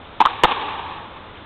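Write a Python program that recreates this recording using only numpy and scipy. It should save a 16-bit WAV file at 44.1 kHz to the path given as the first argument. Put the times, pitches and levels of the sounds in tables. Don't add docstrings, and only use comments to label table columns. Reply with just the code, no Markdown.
import sys
import numpy as np
from scipy import signal
from scipy.fft import rfft, irfft
from scipy.io import wavfile

SR = 44100
rng = np.random.default_rng(int(sys.argv[2]) if len(sys.argv) > 2 else 0)


def output_pcm(signal):
    pcm = np.clip(np.atleast_2d(signal).T, -1, 1) * 32767
    wavfile.write(sys.argv[1], SR, np.round(pcm).astype(np.int16))


N = 63945
T = np.arange(N) / SR

# t/s, cavity f/Hz, pok swell t/s, pok level/dB, crack level/dB, crack rise t/s,
# crack decay t/s, thud level/dB, relative reverberation level/dB
BALL_BLOWS = [(0.201, 907, .0044, 0.5, -7.5, 0.0022, 0.0062, -32, -34),
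              (0.2507, 1130, 0.0029, -3, -4.5, 0.0016, 0.0027, -26, -40.5),
              (0.4343, 1034, 0.0042, -3, 2, 0.00065, 0.0035, -8, -28)]
# f/Hz, relative level/dB
COURT_SPECTRUM = [(60, -40), (200, -16), (450, -7.5), (650, -13.5), (860, 3.5), (1000, -2.5), (1150, 1),
                  (1350, -13.5), (1750, -9), (2000, -17), (2250, -10.5), (3100, -11.5), (3650, -10),
                  (4050, -17.5)]


def impact(start, cavity_hz, swell_s, pok_db, crack_db, rise_s, crack_s, thud_db):
    # multiple of the cavity frequency, relative level/dB
    cavity_modes = [(1, 0.5), (.29, -19.5), (.55, -24), (1.38, -15)]
    # f/Hz, relative level/dB
    crack_spectrum = [(30, -3), (250, -8), (600, -4.5), (800, 11), (1300, 0.5), (1750, -0.5), (2050, -1.5),
                      (2800, 0), (3500, 4), (4200, -6.5)]
    # f/Hz, relative level/dB, T60/s
    thud_modes = [(28, -12.5, 0.1), (70, -11.5, 0.049), (181, -7, 0.037), (354, -1.5, 0.043),
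                  (514, -0.5, 0.042), (783, -7, 0.034), (1776, -2, 0.053)]
    pok_sharpness = 7.94
    t = since(start)
    u = t / swell_s
    envelope = (u * np.exp(1 - u)) ** pok_sharpness
    pok = envelope * sum(from_db(db) * np.sin(2 * np.pi * k * cavity_hz * t) for k, db in cavity_modes)
    crack = noise(crack_spectrum) * (1 - np.exp(-(t / rise_s) ** 2)) * np.exp(-t / crack_s)
    thud = sum((-1) ** k * from_db(db) * np.exp(-np.log(1000) * t / t60) * np.sin(2 * np.pi * hz * t)
               for k, (hz, db, t60) in enumerate(thud_modes))
    return from_db(pok_db) * pok + from_db(crack_db) * crack + from_db(thud_db) * thud


def ball():
    # delay t/s, level/dB, reflected pok f/Hz
    reflections = [
        [(.0095, 0.5, 888.5), (.0176, -7.5, 1027)],
        [(.0059, 1.5, 1077), (.0106, -10.5, 1276), (.0158, -4, 1232), (.0200, -11, 1275)],
        [(.0064, -1, 1200), (.0123, -5.5, 1257), (.0166, -3.5, 865)],
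    ]
    loss_db_per_s = 552
    out = 0
    for blow, paths in zip(BALL_BLOWS, reflections):
        start, cavity_hz, swell_s, pok_db, crack_db, rise_s, crack_s, thud_db, _ = blow
        direct = (0.00044, 0.0073, cavity_hz)
        for delay, db, hz in [direct] + paths:
            loss = loss_db_per_s * delay
            arrival = impact(start + delay, hz, swell_s, pok_db, crack_db - loss,
                             rise_s, crack_s, thud_db - loss)
            out = out + from_db(db) * arrival
    return out


def far_walls():
    # t/s, level/dB, spread t/s
    echoes = [(0.285, -28.5, 0.0058), (0.302, -27.5, .008), (0.333, -30, 0.0045), (.488, -23, 0.011),
              (0.5124, -18, 0.0044), (0.521, -15.5, 0.0054), (0.62, -26.5, 0.0069), (0.657, -26.5, 0.0028),
              (0.687, -25.5, 0.0042), (0.796, -28, .004), (.92, -35.5, 0.056), (1.17, -40, 0.011)]
    power = sum((from_db(db) * swell(arrival, spread)) ** 2 for arrival, db, spread in echoes)
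    return noise(COURT_SPECTRUM) * np.sqrt(power)


def reverberation():
    # f/Hz, T60/s
    decay_times = [(150, 1.7), (500, 1.45), (1000, 1.53), (2000, 1.45), (4000, 1.29)]
    predelay_s, build_s, early_share = 0.025, 0.25, 0.64
    decay_bend = 1.344
    spectrum = rfft(noise(COURT_SPECTRUM))
    hz = np.arange(len(spectrum)) * SR / N
    out = 0
    for centre, t60 in decay_times:
        band_gain = at_hz([(f, f == centre) for f, _ in decay_times], hz)
        power = 0
        for start, *_, db in BALL_BLOWS:
            t = since(start + predelay_s)
            build = 1 - (1 - early_share) * np.exp(-t / build_s)
            decay = np.exp(-np.log(1000) * (t / t60) ** decay_bend)
            power = power + ((t > 0) * from_db(db) * build * decay) ** 2
        out = out + irfft(spectrum * band_gain, N) * np.sqrt(power)
    return 2 * out


def shoe():
    # f/Hz, relative level/dB
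    scuff_spectrum = [(200, -28), (1200, -12), (2200, 2), (3500, -2), (4000, -11)]
    return from_db(-45.5) * noise(scuff_spectrum) * swell(centre_s=1.365, spread_s=0.014)


def background():
    # f/Hz, relative level/dB
    distant_spectrum = [(25, -0.5), (55, 2.5), (85, 9), (130, 1), (300, 0), (650, -1), (900, 0),
                        (1250, -0.5), (1700, -7), (2400, -10), (3100, -9), (3550, -5.5), (4050, -14.5)]
    return from_db(-39.5) * noise(distant_spectrum)


def from_db(db):
    return 10 ** (np.asarray(db) / 20)


def at_hz(points, hz):
    f, value = np.transpose(points)
    return np.interp(np.log(np.maximum(hz, 1)), np.log(f), value)


def noise(spectrum):
    hz = np.arange(N // 2 + 1) * SR / N
    gain = from_db(at_hz(spectrum, hz)) / np.sqrt(1 + (hz / spectrum[-1][0]) ** 20)
    x = irfft(gain * np.exp(2j * np.pi * rng.random(len(hz))), N)
    return x / x.std()


def since(start):
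    return np.maximum(T - start, 0)


def swell(centre_s, spread_s):
    return np.exp(-.5 * ((T - centre_s) / spread_s) ** 2)


def scene():
    return (ball() + far_walls() + reverberation() + background() + shoe())[None]


def record(dry):
    band_top_hz, overload, knee = 4127, 0.72, 4.9
    dip_hz, dip_q, dip_share, cutoff_hz = 5400, 2.1, 0.71, 16300
    x = signal.sosfilt(signal.butter(20, band_top_hz, fs=SR, output="sos"), dry)
    x = x / (1 + np.abs(x / overload) ** (2 * knee)) ** (.5 / knee)
    x = x - dip_share * signal.lfilter(*signal.iirpeak(dip_hz, dip_q, fs=SR), x)
    return signal.sosfilt(signal.ellip(10, .1, 80, cutoff_hz, fs=SR, output="sos"), x)


dry = scene()
out = record(dry)
output_pcm(out)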